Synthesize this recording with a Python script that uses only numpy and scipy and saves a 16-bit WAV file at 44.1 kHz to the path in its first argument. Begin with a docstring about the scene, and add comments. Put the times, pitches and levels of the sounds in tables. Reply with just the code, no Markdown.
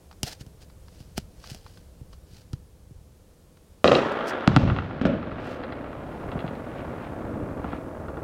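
"""Distant cannon at night

A cannon fires two quick rounds over a town, heard through a hand-held camera that knocks and rustles.
The sharp shock cracks of the flying shells arrive first, then the two blasts from the muzzle, then the
shells bursting far away. Walls and hills send the pair back again and again in a long roll.
Under it all, air rumbles on the microphone with a faint hiss."""
import sys
import numpy as np
from scipy import signal
from scipy.fft import rfft, irfft, next_fast_len
from scipy.io import wavfile

SR = 44100
rng = np.random.default_rng(int(sys.argv[2]) if len(sys.argv) > 2 else 0)


def wav_out(sig):
    """Save sig, one row per channel (or a flat mono array), as 16-bit PCM at SR to the path in sys.argv[1]."""
    wavfile.write(sys.argv[1], SR, np.round(np.clip(np.atleast_2d(sig).T, -1, 1) * 32767).astype(np.int16))


N = 362943
TIME = np.arange(N) / SR
CUTOFF_HZ = 15850
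PULSE_SIZE = 8192   # samples in one short sound


def from_db(db):
    """Turn decibels into a number to multiply by."""
    return 10 ** (np.asarray(db) / 20)


def rms_one(x):
    """Scale a sound so that its average strength (rms) is 1."""
    return x / np.sqrt(np.mean(x ** 2) + 1e-20)


def level_curve(rows):
    """A volume curve that joins (time [s], level [dB]) points."""
    times, levels = np.transpose(rows)
    return from_db(np.interp(TIME, times, levels))


def colour(points, size):
    """Tone colour: how strong each frequency is. It falls away below 20 Hz."""
    hz, db = np.transpose(points)
    f = np.fft.rfftfreq(size, 1 / SR) + 1
    return from_db(np.interp(np.log(f), np.log(hz), db)) * f ** 2 / (f ** 2 + 20 ** 2)


def keep(x, hz, kind, order=2):
    """Filter a sound, keeping its "low" part, its "high" part or a "band"."""
    sections = signal.butter(order, np.minimum(hz, CUTOFF_HZ), kind, fs=SR, output="sos")
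    return signal.sosfilt(sections, x)


def tint(x, points):
    """Give a noise a tone colour and a strength of 1."""
    size = next_fast_len(N)
    return rms_one(irfft(rfft(x, size) * colour(points, size), size)[:N])


def grains(spread_db):
    """Grainy noise: countless small arrivals whose strength changes every few milliseconds."""
    knots = TIME[::128]
    noise = rng.standard_normal(N)
    return noise * from_db(spread_db * np.interp(TIME, knots, rng.standard_normal(len(knots))))


def delayed(x, s):
    """The same sound, s seconds later."""
    return np.pad(x, (max(round(s * SR), 0), 0))[:len(x)]


def smear(x, hz):
    """Make the frequencies below hz trail behind, without changing their strength."""
    poles = signal.butter(2, hz, fs=SR)[1]
    return signal.lfilter(poles[::-1], poles, x)


def pulse(points, smear_hz):
    """One push of air, of height 1, with the given tone colour."""
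    cepstrum = irfft(np.log(colour(points, PULSE_SIZE)))
    # folding onto the first half packs the sound at its start (minimum phase)
    cepstrum[1:PULSE_SIZE // 2] *= 2
    cepstrum[PULSE_SIZE // 2 + 1:] = 0
    wave = smear(irfft(np.exp(rfft(cepstrum))), smear_hz)
    return wave / np.abs(wave).max()


def ringing(rows):
    """The tones of a struck object; each drops 60 dB in its fade time, t60."""
    age = TIME[:PULSE_SIZE]
    return sum(from_db(db - 60 * age / t60) * np.sin(2 * np.pi * hz * age) for hz, db, t60 in rows)


def play(wave, rows):
    """Play a short wave at each (time [s], level [dB])."""
    out = np.zeros(N + len(wave))
    for s, db in rows:
        start = round(s * SR)
        out[start:start + len(wave)] += from_db(db) * wave
    return out[:N]


def tail(rows, rise_s, fade_s):
    """A volume curve that rises after each (time [s], level [dB]) and drops 60 dB in fade_s."""
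    age = TIME[:int(2 * fade_s * SR)]
    shape = (1 - np.exp(-age / rise_s)) * from_db(-60 * age / fade_s)
    return np.sqrt(play(shape ** 2, [(s, 2 * db) for s, db in rows]))   # overlaps add in power


def swells(rows):
    """A volume curve that swells and fades around each (time [s], half length [s], level [dB])."""
    return sum(from_db(db) / (1 + ((TIME - s) / half) ** 2) ** 2 for s, half, db in rows)


# tone of the night air: (frequency [Hz], level [dB])
NIGHT_COLOUR = [(12, -58), (20, 1), (76, 3.5), (140, -8), (175, -6.5), (238, -18), (416, -22), (505, -18),
                (565, -25), (631, -24), (686, -28.5), (1270, -35), (2030, -40), (9660, -41), (15500, -47)]
# rise and fall of the rumble: (time [s], relative level [dB])
RUMBLE_LEVEL = [(0.0, -57), (0.33, -51), (3.02, -52.5), (3.28, -56.5), (3.8, -57)]
# the hiss, which sinks under the gunfire and returns: (time [s], level [dB])
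HISS_LEVEL = [(1.6, -57.5), (2.8, -60), (3.9, -59), (4.9, -71), (5.3, -69.5), (6.2, -58)]


def night_air():
    """Air on the microphone makes a low, lumpy rumble under a faint hiss."""
    rumble = rms_one(keep(tint(grains(spread_db=3.5), NIGHT_COLOUR), 286, "low", order=3))
    hiss = rms_one(keep(tint(rng.standard_normal(N), NIGHT_COLOUR), 251, "high", order=3))
    return from_db(2) * level_curve(RUMBLE_LEVEL) * rumble + level_curve(HISS_LEVEL) * hiss


# light ticks of the camera case: (time [s], relative level [dB])
TICKS = [(.112, -37.5), (.127, -42), (.612, -58), (.699, -47), (.883, -44), (1.440, -35.5), (1.664, -39),
         (1.773, -41), (2.130, -40.5), (2.5325, -37.5), (3.571, -49)]
# tone of a tick: (frequency [Hz], level [dB])
TICK_COLOUR = [(400, -20), (750, 2), (1050, 5.5), (2000, -3.5), (3000, -9), (4900, -3), (7000, -25),
               (15000, -28)]


def camera_ticks():
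    """The case ticks in the hand, each time a tiny puff of noise."""
    return from_db(-4) * tail(TICKS, rise_s=0.00018, fade_s=0.028) * tint(grains(1), TICK_COLOUR)


# knocks on the camera, with relative levels: (time [s], click [dB], clack [dB], thump [dB])
KNOCKS = [(0.2317, -8, -18.5, -23.5), (0.408, -37, -52, -30.5), (.465, -41, -47, -38.5),
          (1.004, -41.5, -43, -34), (1.179, -16, -15, -27.5), (1.5002, -26.5, -51, -46),
          (1.515, -33, -42, -30), (1.5472, -28.5, -35, -47), (2.012, -56, -52, -32.5),
          (2.532, -30.5, -48, -21), (2.909, -58, -55, -35)]
# ringing tones of the case: (frequency [Hz], level [dB], fade time [s])
CASE_TONES = [(1360, -38, 0.013), (4330, -27, .010), (4750, -23, 0.0069), (13200, -19, .003)]
# rubs of hand and sleeve: (middle time [s], half length [s], level [dB])
RUBS = [(.278, 0.015, -37), (.318, 0.03, -43.5), (.41, 0.012, -45), (.624, .019, -53.5), (.987, 0.12, -61),
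        (1.177, 0.0077, -35), (1.485, 0.078, -49.5), (1.706, 0.16, -61.5), (2.137, .02, -60),
        (2.362, .08, -56), (4.122, .008, -49), (4.29, 0.02, -38), (5.493, 0.094, -57.5)]
# tones of the bright click, hollow clack, deep thump and rub: (frequency [Hz], level [dB])
CLICK_COLOUR = [(200, 0), (700, -5), (1100, -9.5), (1900, -26), (3000, 6), (4000, -1.5), (5200, 4.5),
                (7000, -6), (9000, -6), (11000, -12.5), (15000, -23)]
CLACK_COLOUR = [(100, -18), (215, 7.5), (300, -4.5), (390, 1), (500, -17), (660, -2), (850, -3.5),
                (1050, -16), (1380, -10.5), (2000, -18.5), (6000, -30)]
THUMP_COLOUR = [(25, -5), (60, 1.5), (140, 4.5), (200, -10.5), (300, -12), (420, -23.5), (1500, -74)]
RUB_COLOUR = [(200, 1), (450, -5.5), (750, 2), (1100, -12), (1550, -2.5), (2200, -7), (3000, -2),
              (3700, -4.5), (4700, 1), (7000, -8), (10000, -13.5), (15000, -19.5)]


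def camera_handling():
    """Each knock clicks and clacks in the case and thumps the microphone; rubs swell and fade."""
    clicks, clacks, thumps = ([(row[0], row[k]) for row in KNOCKS] for k in (1, 2, 3))
    click = play(pulse(CLICK_COLOUR, smear_hz=3020) + ringing(CASE_TONES), clicks)
    buzz = tail(clicks, rise_s=0.00025, fade_s=0.017) * tint(grains(0.83), CLICK_COLOUR)
    clack = play(pulse(CLACK_COLOUR, smear_hz=800), clacks)
    thump = play(pulse(THUMP_COLOUR, smear_hz=173), thumps)
    slide = from_db(-28) * tail(clicks, rise_s=0.0015, fade_s=0.13)   # the hand slides on after a knock
    rubbing = (swells(RUBS) + slide) * tint(grains(spread_db=3), RUB_COLOUR)
    return from_db(-0.5) * click + from_db(-12.5) * buzz + clack + thump + rubbing


# the two shock cracks: (time [s], relative level [dB])
CRACKS = [(3.8436, 0.5), (3.9181, -1.5)]
# nearby walls that throw the cracks back: (delay [s], level [dB])
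WALLS = [(.012, -6.5), (.0185, -13), (.0385, -6.5), (.051, -18), (.0705, -8), (.0765, -14), (.141, -16)]
# metal that rings as each crack passes: (frequency [Hz], relative level [dB], fade time [s])
METAL_TONES = [(2810, -18, 0.039), (3270, -23.5, 0.016), (3960, -18, 0.016), (3980, -27, 0.0091)]
# tones of a crack, its scatter off houses and its echo in the streets: (frequency [Hz], level [dB])
CRACK_COLOUR = [(40, -32), (100, -17), (220, -4.5), (350, -4.5), (560, 0.5), (850, -12), (1170, -7.5),
                (2000, -21), (2900, -17), (4000, -27.5), (5000, -41), (7000, -38), (11000, -68),
                (15000, -76)]
SCATTER_COLOUR = [(40, -26), (100, -9), (200, -1), (380, 0), (570, -3.5), (850, -16.5), (1250, -13),
                  (2100, -24), (2900, -22), (4000, -28), (5500, -33), (8000, -44.5), (11000, -59),
                  (15000, -71)]
STREET_COLOUR = [(24, -61), (40, -19), (86, -22), (101, -10), (120, -16), (257, -4.5), (327, -5),
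                 (552, -0.5), (622, -4.5), (1000, -8.5), (1340, -6), (2260, -19.5), (3390, -23.5),
                 (4200, -34.5), (12000, -72), (15600, -100), (22000, -120)]


def shock_cracks(rear_shock_s=0.001586, metal_delay_s=0.034):
    """Each shell trails a front and a rear shock wave, which bounce off walls and through the streets."""
    metal = keep(ringing(METAL_TONES), 5500, "low", order=4)
    shock = pulse(CRACK_COLOUR, smear_hz=700) + from_db(3.5) * delayed(metal, metal_delay_s)
    crack = shock + from_db(-4) * delayed(shock, rear_shock_s)
    near = crack + sum(from_db(db) * delayed(keep(crack, 2100, "low"), s) for s, db in WALLS)
    # both cracks meet the same house fronts, so the scattered pattern repeats
    houses = grains(spread_db=3)
    houses = houses + from_db(-2.5) * delayed(houses, CRACKS[1][0] - CRACKS[0][0])
    houses = houses + from_db(-14.5) * delayed(houses, rear_shock_s)
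    scatter = tail(CRACKS, rise_s=0.0035, fade_s=0.5) * tint(houses, SCATTER_COLOUR)
    streets = tail(CRACKS, rise_s=0.045, fade_s=5.86) * tint(grains(spread_db=3), STREET_COLOUR)
    streets *= level_curve([(4.45, 3), (4.8, -5.5), (5.4, -52)])   # fades early, under the blasts
    return from_db(-1) * play(near, CRACKS) + from_db(-14.5) * scatter + from_db(-30) * streets


# the two muzzle blasts: (time [s], relative level [dB])
BLASTS = [(4.4757, 0.5), (4.563, 0)]
# a wall echo of the second blast: (time [s], relative level [dB])
WALL_ECHO = [(4.5696, -4)]
# far echoes; small surfaces return only the highs: (time [s], relative level [dB], band centre [Hz])
FAR_ECHOES = [(4.676, -12, 1610), (4.699, -8.5, 1700), (4.821, -16.5, 900), (5.228, -20, 1530),
              (5.383, -18.5, 900), (5.636, -14.5, 1920), (5.842, -21, 1290), (6.317, -17, 2200),
              (6.353, -10, 375), (6.391, -18.5, 2600), (6.465, -23.5, 2820), (6.715, -21.5, 990),
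              (7.643, -9, 600), (8.083, -22, 1300)]
# tones of a blast and of the boom after it: (frequency [Hz], level [dB])
BLAST_COLOUR = [(35, -21), (70, -11.5), (130, 2), (200, -2.5), (300, 3), (460, -29), (720, -12.5),
                (1400, -14.5), (2000, -25), (2800, -24), (4700, -31), (6000, -40.5), (9000, -49.5),
                (13000, -93)]
BOOM_COLOUR = [(30, -21), (70, -12.5), (105, -4), (150, -3.5), (240, -9.5), (380, -21), (650, -22.5),
               (1500, -42), (3000, -38), (6000, -54.5), (12000, -84)]


def muzzle_blasts(ground_delay_s=0.001466, flutter_band_hz=(94, 112), band_ratio=1.73):
    """Each blast bounces off the ground and booms; far slopes return the pair thinner and duller."""
    front = pulse(BLAST_COLOUR, smear_hz=270)
    for fray_hz in (1320, 1520, 2710, 4500):   # swirling air frays the steep front of the wave
        front = smear(front, fray_hz)
    blast = from_db(-1.5) * (front + from_db(-7) * delayed(front, ground_delay_s))
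    out = play(blast, BLASTS) + play(keep(blast, 2700, "low"), WALL_ECHO)
    far_blast = keep(blast, 4500, "low", order=6)   # the long path soaks up the highs
    for arrival, db, centre_hz in FAR_ECHOES:
        # rough ground draws the echo out
        ground = from_db(-25 - 60 * TIME[:PULSE_SIZE] / 0.072) * rng.standard_normal(PULSE_SIZE)
        echo = far_blast + signal.fftconvolve(far_blast, ground)[:PULSE_SIZE]
        echo = keep(keep(echo, centre_hz / band_ratio, "high"), centre_hz * band_ratio, "low")
        pair = [(arrival + s - BLASTS[0][0], db + blast_db) for s, blast_db in BLASTS]
        out += from_db(-3) * play(echo, pair)
    boom = tail(BLASTS, rise_s=0.0019, fade_s=0.99) * tint(grains(spread_db=2.1), BOOM_COLOUR)
    # the bass flutters between the house fronts
    flutter = rms_one(keep(rng.standard_normal(N), flutter_band_hz, "band"))
    flutter *= tail(BLASTS, rise_s=0.047, fade_s=0.95)
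    return out + from_db(-20) * boom + from_db(-22.5) * flutter


# tone of the rolling echoes: (frequency [Hz], level [dB])
ROLL_COLOUR = [(30, -3.5), (70, 5), (150, 1), (205, -3), (270, 1.5), (400, -3.5), (520, 0), (700, -4.5),
               (950, -10.5), (1150, -11), (2050, -20), (2500, -21), (4000, -32), (12000, -78)]


def paired_echoes(spread_db):
    """The landscape scatters both blasts, so every small echo comes twice."""
    echoes = grains(spread_db)
    return tint(echoes + from_db(-0.5) * delayed(echoes, BLASTS[1][0] - BLASTS[0][0]), ROLL_COLOUR)


# rise and fall of the roll: (time [s], relative level [dB])
ROLL_LEVEL = [(5.3, -37), (5.42, -36.5), (5.98, -37.5), (6.33, -36.5), (7.58, -35.5), (7.83, -38),
              (8.09, -37.5), (8.23, -36)]
# lows, middle and highs of the roll: (relative starting level [dB], change [dB per s])
ROLL_BANDS = [(-6.5, 1), (-0.5, -0.19), (-12, -4)]
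# swells from broad hillsides: (middle time [s], half length [s], level [dB], band centre [Hz])
HILLSIDES = [(4.677, 0.12, -23.5, 90), (5.136, 0.14, -31, 120), (5.49, 0.13, -45.5, 3240),
             (6.785, 0.1, -49.5, 3180), (7.038, 0.1, -50.5, 3200), (7.413, 0.15, -32, 220),
             (7.718, 0.098, -48, 2830)]


def echo_roll(build_s=0.049, build_delay_s=0.064, band_ratio=2.14):
    """A long roll follows the blasts and swells off each hill; later echoes travel farther, so duller."""
    town, hills = paired_echoes(spread_db=3.5), paired_echoes(spread_db=5)
    bands = [keep(town, hz, kind, order=4)
             for hz, kind in ((220, "low"), ((220, 1600), "band"), (1600, "high"))]
    age = np.maximum(TIME - BLASTS[0][0] - build_delay_s, 0)
    roll = sum(from_db(db + db_per_s * age) * rms_one(band)
               for (db, db_per_s), band in zip(ROLL_BANDS, bands))
    roll *= (1 - np.exp(-age / build_s)) * level_curve(ROLL_LEVEL)
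    for s, half, db, hz in HILLSIDES:
        hillside = rms_one(keep(hills, (hz / band_ratio, hz * band_ratio), "band"))
        roll += (age > 0) * swells([(s, half, db)]) * hillside
    return roll


# the two shell bursts: (time [s], relative level [dB])
BURSTS = [(5.0138, -6.5), (5.0532, 0.5)]
# tone of a burst: (frequency [Hz], level [dB])
BURST_COLOUR = [(40, -16), (120, -10), (240, 2.5), (400, -14), (580, -5), (950, -31), (1400, -19.5),
                (2100, -31), (3200, -33), (5000, -52), (9000, -73), (15000, -96)]


def shell_bursts():
    """The shells explode far off: a brief crackle, a dull bang and a short rumble each."""
    bang = play(pulse(BURST_COLOUR, smear_hz=330), BURSTS)
    rumble = tail(BURSTS, rise_s=0.001, fade_s=0.57) * tint(grains(spread_db=0.5), BURST_COLOUR)
    grit = rms_one(keep(tint(grains(spread_db=4.5), SCATTER_COLOUR), 670, "high"))
    crackle = tail(BURSTS, rise_s=0.00085, fade_s=0.09) * grit
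    return from_db(-6.5) * bang + from_db(-20) * rumble + from_db(-29) * crackle


def scene(hollow_delay_s=0.003645):
    """Mix it all; a faint copy a few milliseconds later gives the gunfire a slightly hollow tone."""
    gunfire = shock_cracks() + muzzle_blasts() + shell_bursts() + echo_roll()
    hollow_tone = from_db(-20) * delayed(keep(gunfire, 810, "high"), hollow_delay_s)
    return (gunfire + hollow_tone + camera_ticks() + camera_handling() + night_air())[None]


def record(dry, ceiling=0.92):
    """Round off the loudest peaks and cut the very highest frequencies."""
    rounded = dry / (1 + (dry / ceiling) ** 6) ** (1 / 6)
    return signal.sosfilt(signal.ellip(10, 0.1, 80, CUTOFF_HZ, fs=SR, output="sos"), rounded)


dry = scene()
out = record(dry)
wav_out(out)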